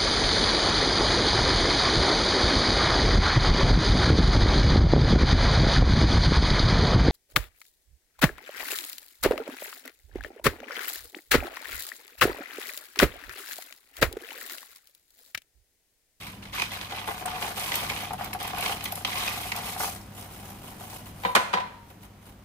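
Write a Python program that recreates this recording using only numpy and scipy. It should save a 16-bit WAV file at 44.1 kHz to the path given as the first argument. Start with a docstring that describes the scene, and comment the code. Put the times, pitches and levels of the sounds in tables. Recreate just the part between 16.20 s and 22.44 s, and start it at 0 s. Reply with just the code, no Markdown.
"""Dried beans into a baking tin

In a small kitchen, beans are shaken from a plastic tub into a paper-lined metal tin. Each shake lets
go a little avalanche that rattles along the tub, clicks bean on bean and drums on the damped base.
Hands spread the heap, then the tub is put down beside the tin with a few ringing knocks.
An appliance hums throughout."""
import sys
import numpy as np
from scipy import signal
from scipy.io import wavfile
from scipy.ndimage import uniform_filter1d

SR = 44100
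rng = np.random.default_rng(int(sys.argv[2]) if len(sys.argv) > 2 else 0)


def waveform_to_disk(signal):
    """Save audio, clipped to [-1, 1], as 16-bit WAV at the path in sys.argv[1]."""
    frames = np.transpose(np.atleast_2d(signal))
    scaled = np.clip(frames, -1, 1) * 32767
    samples = np.round(scaled).astype(np.int16)
    wavfile.write(sys.argv[1], SR, samples)


N = 275228
TIME = np.arange(N) / SR


def from_db(db):
    """Decibels to gain."""
    return 10 ** (np.asarray(db) / 20)


def rms(x):
    """Root mean square."""
    return np.sqrt(np.mean(x ** 2) + 1e-20)


def unit_energy(blow):
    """Scale a short sound to an average energy of 1 per ear."""
    return blow / (rms(blow) * np.sqrt(blow.shape[1]))


def at_hz(points, hz):
    """Read a curve on a log-frequency axis."""
    freqs, values = np.transpose(points)
    return np.interp(np.log(hz), np.log(freqs), values)


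def add(out, s, sound):
    """Mix a short stereo sound in at s seconds."""
    start = round(s * SR)
    out[:, start:start + sound.shape[1]] += sound[:, :N - start]


def coloured(spectrum, envelope):
    """Stereo noise under an envelope, rung through third-octave bands, each with its own width and pan."""
    # how alike the ears are, held within +-0.97 below: (frequency [Hz], likeness [ratio])
    likeness = [(240, 2.8), (300, 0.4), (750, 0.9), (1200, 0.1), (2200, 0.61), (5000, 0), (15000, 0)]
    # pan across the spectrum: (frequency [Hz], left minus right [dB])
    balance = [(150, 0), (500, 1), (1200, 2), (2100, -4), (3300, -3.5), (5000, 2), (14000, 1.5)]
    white = rng.standard_normal((2, 2, len(envelope))) * envelope + 1e-18
    edges = 20 * 2 ** (np.arange(31) / 3)
    out, ears = 0, np.array([[1], [-1]])
    for k, (low, high) in enumerate(zip(edges, edges[1:])):
        hz = np.sqrt(low * high)
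        if hz < spectrum[0][0] / 2:
            continue
        band = signal.butter(2, [low, high], "band", fs=SR, output="sos")
        mid, side = signal.sosfilt(band, white[k % 2])
        alike = np.clip(at_hz(likeness, hz), -.97, .97)
        gain = from_db(at_hz(spectrum, hz) + ears * at_hz(balance, hz) / 2)
        out = out + gain * (np.sqrt(1 + alike) * mid + np.sqrt(1 - alike) * side * ears)
    return out


def contacts(spectrum, t60, rise_s, count=32, size=2048):
    """Blows on different spots of one body: noise bursts stand for its dense, fast-dying modes."""
    envelope = (1 - np.exp(-TIME[:size] / rise_s)) * from_db(-60 * TIME[:size] / t60)
    bursts = coloured(spectrum, np.tile(envelope, count))
    return [unit_energy(blow) for blow in np.split(bursts, count, axis=1)]


def pitched(blow, hz, q, boost_db):
    """The struck spot favours one short resonance."""
    peak = signal.lfilter(*signal.iirpeak(hz, q, fs=SR), blow)
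    return unit_energy(blow + from_db(boost_db) * peak)


def ring(modes, size, treble_hz=1100):
    """Struck modes, a little to the left; the higher a mode, the more its phase differs between ears."""
    t = TIME[:size]
    hz, mode_db, t60 = np.transpose(modes)[:, :, None]
    phase = rng.uniform(0, 2 * np.pi, hz.shape) + rng.standard_normal((2, *hz.shape)) * hz / treble_hz / 2
    sines = from_db(mode_db - 60 * t / t60) * np.sin(2 * np.pi * hz * t + phase)
    attack = 1 - np.exp(-t / 0.00037)
    return sines.sum(1) * attack * from_db([[1.5], [-1.5]])


def rattle(blows, level_db, per_s, spread_db, clump_db, clump_hz):
    """Random collisions of uneven size, swelling in clumps; the loudest flow has per_s a second."""
    knots = rng.standard_normal(4000)
    clumps = np.interp(TIME * clump_hz, np.arange(len(knots)), knots)
    rate = per_s * from_db((level_db - level_db.max()) / 2)
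    strength = from_db(spread_db * np.clip(rng.standard_normal(N), -2, 2)) * rng.choice([-1, 1], N)
    clicks = (rng.random(N) < rate / SR) * strength * from_db(clump_db * clumps)
    # the flow sets the energy that the collisions share in each twentieth of a second
    local_rms = np.sqrt(np.abs(uniform_filter1d(clicks ** 2, SR // 20)) + 1e-6)
    clicks = clicks / local_rms * from_db(level_db)
    out, spot = np.zeros((2, N)), rng.integers(0, len(blows), N)
    for i in np.flatnonzero(clicks):
        add(out, i / SR, clicks[i] * blows[spot[i]])
    return out


def hits(blows, rows, gain_db, q, boost_db, bounce_s, bounce_db):
    """Accents: a bean strikes hard with its own pitch, then tips over and touches again more softly."""
    out = np.zeros((2, N))
    for k, ((s, db, hz), wait) in enumerate(zip(rows, rng.uniform(.5, 1.5, len(rows)))):
        add(out, s, from_db(db + gain_db) * pitched(blows[k % len(blows)], hz, q, boost_db))
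        add(out, s + wait * bounce_s, from_db(db + gain_db + bounce_db) * blows[(k + 1) % len(blows)])
    return out


def appliance():
    """The bed of the scene: low air noise and mains hum."""
    # colour of the air noise: (frequency [Hz], level [dB])
    air_colour = [(20, -13), (33, -10), (50, -2), (66, 1), (85, -11), (125, -4), (175, -3), (260, -8),
                  (420, -14.5), (1000, -17), (3000, -27.5), (8000, -33.5), (15000, -33)]
    # slow rise and fall of the whole drone: (time [s], level [dB])
    level_curve = [(0, -47), (1.3, -47), (1.7, -44), (3.2, -45), (5.05, -46.5), (5.3, -50.5), (6.24, -51.5)]
    # mains tones: (frequency [Hz], level against the air noise [dB])
    mains = [(100.1, -5.5), (200.2, -10.5)]
    air = coloured(air_colour, np.ones(N))
    hum = sum(from_db(db) * np.sqrt(2) * np.sin(2 * np.pi * (hz * TIME + rng.random())) for hz, db in mains)
    level_db = np.interp(TIME, *np.transpose(level_curve))
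    return from_db(level_db) * (air / rms(air) + hum)


def pour(on_wall=False, on_base=False):
    """Envelope in dB of the pour, bean on bean by default: each avalanche swells, runs and settles."""
    # one avalanche per tip or shake of the tub:
    # (time [s], length [s], bean-on-bean level [dB], tub wall offset [dB], tin base offset [dB])
    avalanches = [(-0.02, 0.1, -51.5, 6, -8), (0.209, 0.027, -59, 12.5, -4.5),
                  (0.314, 0.11, -44.5, 7.5, -10.5), (0.49, 0.057, -47, 8, -1), (0.589, 0.034, -50, 9, -0.5),
                  (0.68, 0.13, -51, 9.5, 7), (0.847, 0.066, -46, 3, 6), (0.954, 0.033, -47.5, 3, 3.5),
                  (1.047, 0.13, -50, 8.5, 10), (1.18, .10, -42, 1.5, 4), (1.343, 0.15, -39.5, 1, -2),
                  (1.508, 0.12, -40.5, 4, -1.5), (1.658, .17, -45, 5.5, 3), (1.966, 0.089, -51, 7, 8.5),
                  (2.174, 0.11, -46.5, 6.5, 5), (2.33, 0.12, -47, 8, 6), (2.405, .11, -40.5, 2.5, 3.5),
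                  (2.602, 0.088, -49, 4, 3), (2.742, .04, -45, -5, 1), (2.844, 0.11, -43.5, 6, 0),
                  (2.937, .15, -39.5, 4, -3), (3.098, 0.18, -42, -0.5, -1), (3.332, 0.046, -42.5, 2, 6.5),
                  (3.416, 0.1, -40.5, -1, -3.5), (3.57, 0.078, -34.5, -7.5, -2),
                  (3.71, 0.027, -59, -13, 9.5)]
    attack_s, settle_db_per_s = 0.029, 132.5
    power = 1e-12
    for s, length, db, wall_db, base_db in avalanches:
        swell = np.clip((TIME - s) / attack_s, 0, 1)
        settle_db = settle_db_per_s * np.clip(TIME - s - length, 0, 1)
        power = power + (swell * from_db(db + on_wall * wall_db + on_base * base_db - settle_db)) ** 2
    return 10 * np.log10(power)


def tub_rattle():
    """Beans tumble along the thin plastic wall, each with a short woody note."""
    # colour of one tap on the wall: (frequency [Hz], level [dB])
    wall_colour = [(300, -10), (600, -7.5), (1100, 0), (1500, -8.5), (2000, -4), (2450, 1.5), (3300, -6),
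                   (4500, -6.5), (7000, -16), (15000, -27)]
    # the hardest slaps on the wall: (time [s], relative level [dB], pitch [Hz])
    slaps = [(0.382, -28, 2340), (0.3964, -20.5, 2400), (0.4183, -16, 2450), (0.611, -28, 3040),
             (0.7825, -28.5, 2680), (1.2238, -25.5, 2880), (1.5176, -20, 2020), (1.5394, -21.5, 2700),
             (1.6975, -20, 2340), (2.1301, -25.5, 2270), (2.4242, -24, 2740), (2.459, -19.5, 2500),
             (2.5213, -25, 2930), (2.607, -29.5, 2560), (2.6558, -23.5, 2020), (2.8474, -17, 3100),
             (2.9558, -26, 2440), (3.0769, -20, 2560), (3.3179, -19.5, 2060)]
    taps = contacts(wall_colour, t60=0.017, rise_s=0.00082, size=1024)
    pitches = np.geomspace(1000, 4000, len(taps))
    blows = [pitched(tap, hz, q=12.6, boost_db=12) for tap, hz in zip(taps, pitches)]
    stream = rattle(blows, pour(on_wall=True) + 2.66, per_s=900, spread_db=2.5, clump_db=1.5, clump_hz=87.2)
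    return stream + hits(taps, slaps, gain_db=19.5, q=10, boost_db=8.5, bounce_s=.003, bounce_db=-8.5)


def bean_clicks():
    """Hard skins click together, in the stream and then under the hands; small beans click higher."""
    # colour of one bean striking another: (frequency [Hz], level [dB])
    skin_colour = [(500, -11), (1500, -9.5), (3000, -1), (5000, -1), (7000, -4), (9500, -1), (12000, 1),
                   (15500, -5.5)]
    # the sharpest clicks: (time [s], relative level [dB], pitch [Hz])
    ticks = [(0.8794, -37.5, 10200), (1.058, -29.5, 8400), (1.394, -32, 9100), (1.5544, -21.5, 13500),
             (1.9322, -36.5, 10500), (2.0432, -32.5, 15000), (2.1347, -31, 11200), (2.2278, -33, 11800),
             (2.2754, -33, 12100), (2.382, -33, 12000), (2.4074, -30, 11000), (2.6397, -28, 14500),
             (2.6533, -32, 11500), (2.721, -27, 13300), (2.7537, -30, 11100), (3.362, -30.5, 13500),
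             (3.748, -40, 8900), (4.3, -43, 12600), (4.6994, -43, 7500)]
    taps = contacts(skin_colour, t60=0.016, rise_s=0.00037, count=48, size=512)
    pitches = np.linspace(3000, 15000, len(taps))
    blows = [pitched(tap, hz, q=13, boost_db=10) for tap, hz in zip(taps, pitches)]
    level_db = np.maximum(pour(), spreading()) + 2.5
    stream = rattle(blows, level_db, per_s=2200, spread_db=2, clump_db=1, clump_hz=109.5)
    return stream + hits(taps, ticks, gain_db=21.5, q=16, boost_db=16, bounce_s=0.0033, bounce_db=-4.5)


def tin_drumming():
    """Beans drum on the base: a dull tap and a hollow note that the paper and the heap keep short."""
    # colour of one tap on the base: (frequency [Hz], level [dB])
    base_colour = [(150, -19), (330, -4), (570, -5), (750, 7.5), (1000, -2), (1250, 3), (1600, -4.5),
                   (3000, -14.5), (6000, -29)]
    # hollow note of the damped base: (frequency [Hz], level [dB], t60 [s])
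    base_modes = [(449, -13, 0.097), (702, -13, 0.083), (724, 1, 0.048), (781, 0.5, 0.047), (863, 2, 0.033),
                  (1064, -8, 0.012), (1190, -7.5, 0.049), (1335, -9, 0.026)]
    # the hardest landings: (time [s], relative level [dB], pitch [Hz])
    landings = [(0.721, -30, 725), (0.875, -25, 790), (0.886, -23.5, 780), (1.024, -31.5, 713),
                (1.054, -24, 760), (1.078, -28.5, 783), (1.218, -28, 720), (1.246, -28, 770),
                (1.629, -29, 685), (1.907, -26.5, 791), (1.933, -25.5, 780), (2.008, -24.5, 880),
                (2.148, -26, 816), (2.333, -25, 700), (2.375, -25.5, 690), (2.494, -24.5, 760),
                (2.723, -27.5, 794), (3.255, -29.5, 710), (3.563, -29.5, 732), (3.602, -22.5, 694),
                (3.631, -25, 910), (4.61, -37, 711), (4.73, -38.5, 837)]
    taps = contacts(base_colour, t60=0.016, rise_s=0.00059)
    notes = [unit_energy(ring(base_modes, size=2048)) for _ in taps]
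    blows = [unit_energy(note + from_db(-0.5) * tap) for note, tap in zip(notes, taps)]
    stream = rattle(blows, pour(on_base=True) + 0.85, per_s=450, spread_db=5, clump_db=4, clump_hz=69.4)
    return stream + hits(blows, landings, gain_db=21.5, q=6.8, boost_db=-4, bounce_s=.0091, bounce_db=-7.5)


def spreading():
    """Envelope in dB of the stirred heap: each stroke swells and fades like a bell curve."""
    # strokes of a hand through the heap: (centre time [s], length [s], level [dB])
    strokes = [(4.003, 0.083, -48.5), (4.142, 0.082, -53), (4.267, 0.17, -53.5), (4.474, 0.11, -52),
               (4.63, 0.083, -50.5), (4.744, 0.086, -48), (4.868, 0.056, -53), (5.058, .14, -53),
               (5.70, 0.044, -62.5), (5.837, 0.036, -58), (6.07, 0.061, -60)]
    resting_db, hand_on_s = -82, 3.8   # the palm stirs the heap a little between strokes
    power = from_db(resting_db) ** 2 * (TIME > hand_on_s) + 1e-14
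    for s, length, db in strokes:
        bell = np.exp(-np.minimum((2 * (TIME - s) / length) ** 2, 20))
        power = power + from_db(db) ** 2 * bell
    return 10 * np.log10(power)


def palm_rub():
    """Pressed by a palm, the heap grinds softly over the base."""
    # colour of one contact under the palm: (frequency [Hz], level [dB])
    heap_colour = [(200, -11), (400, -8), (600, -9), (780, 4), (1000, -1), (1500, -9.5), (2800, -8),
                   (5000, -23), (10000, -15)]
    blows = contacts(heap_colour, t60=0.027, rise_s=0.0012, count=16)
    # the rub follows only part of the swing, so light strokes are mostly rub and firm ones click more
    firm_stroke_db, firm_rub_db, follow = -51, -46.5, 0.72
    level_db = firm_rub_db + follow * (spreading() - firm_stroke_db)
    return rattle(blows, level_db, per_s=300, spread_db=2.5, clump_db=1.5, clump_hz=51)


def tub_knocks():
    """The tub is put down: each knock, a clack of its own strength and brightness, rings the same modes."""
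    # the knocks: (time [s], relative clack level [dB], relative ring level [dB], clack cut-off [Hz])
    knocks = [(5.034, -31.5, -53, 4000), (5.049, -21, -20.5, 3060), (5.088, -34, -43, 1300),
              (5.1499, -11, -19, 7900), (5.160, -12, -32, 3500), (5.329, -28, -53, 5100),
              (5.3357, -18.5, -20, 4300), (5.372, -25.5, -27.5, 3100), (5.399, -30.5, -53, 4100)]
    # colour of the clack: (frequency [Hz], level [dB])
    clack_colour = [(140, -18), (200, -9), (280, -9), (500, -4.5), (700, 0.5), (1000, 2), (1400, -0.5),
                    (1900, -0.5), (2600, -5.5), (3800, -6.5), (5500, -13.5), (11000, -10), (15500, -6.5)]
    # the ring after each knock: (frequency [Hz], level [dB], t60 [s])
    knock_modes = [(175, -14, 0.17), (204.6, -12, 0.18), (482.5, -9, 0.26), (543, -13.5, 0.33),
                   (773, -9, 0.21), (933, -2, 0.3), (1000, 1.5, 0.21), (1014, 1, 0.16), (1150, -24, .35),
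                   (1352, -13, 0.25), (1626, -18, 0.2), (2040, -21, 0.19), (2310, -17, 0.2),
                   (2660, -28, 0.21), (2820, -34, 0.22), (3070, -20, 0.18), (3720, -33, 0.19),
                   (3720, -17, 0.18), (4200, -15.5, 0.18)]
    clacks = contacts(clack_colour, t60=0.077, rise_s=0.0006, count=len(knocks), size=4096)
    note = ring(knock_modes, size=SR // 2, treble_hz=1800)
    out = np.zeros((2, N))
    for (s, clack_db, ring_db, cut_hz), clack in zip(knocks, clacks):
        low_pass = signal.butter(2, cut_hz, fs=SR, output="sos")
        add(out, s, from_db(clack_db + 28) * signal.sosfilt(low_pass, clack))
        add(out, s, from_db(ring_db - 1) * note)
    return out


def off_centre(x, lag_s):
    """The sound reaches the right ear a little later."""
    return np.array([x[0], np.interp(TIME - round(lag_s * SR) / SR, TIME, x[1])])


def kitchen(x, wet_db, t60, treble_t60, split_hz=5000):
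    """Add diffuse echoes from counter and walls; the treble dies sooner."""
    t, white = TIME[:SR], rng.standard_normal((2, SR))
    low = signal.sosfilt(signal.butter(1, split_hz, fs=SR, output="sos"), white)
    tail = low * from_db(-60 * t / t60) + (white - low) * from_db(-60 * t / treble_t60)
    build_up = 1 - np.exp(-t / 0.0016)
    echoes = signal.oaconvolve(x, unit_energy(tail * build_up), axes=1)[:, :N]
    return x + from_db(wet_db) * echoes


def scene():
    """Beans with a tight room tail and knocks with a longer one, over the appliance's drone."""
    grains = off_centre(tin_drumming() + tub_rattle() + bean_clicks() + palm_rub(), lag_s=.00012)
    knocks = off_centre(tub_knocks(), lag_s=.00029)
    grains = kitchen(grains, wet_db=-7, t60=0.17, treble_t60=0.16)
    knocks = kitchen(knocks, wet_db=-8.5, t60=0.59, treble_t60=0.46)
    return grains + knocks + appliance()


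def record(dry):
    """Soft saturation rounds the loudest peaks, and the top is cut steeply at 15.5 kHz."""
    high_cut = signal.ellip(10, .2, 80, 15500, fs=SR, output="sos")
    return signal.sosfilt(high_cut, np.tanh(dry))


dry = scene()
out = record(dry)
waveform_to_disk(out)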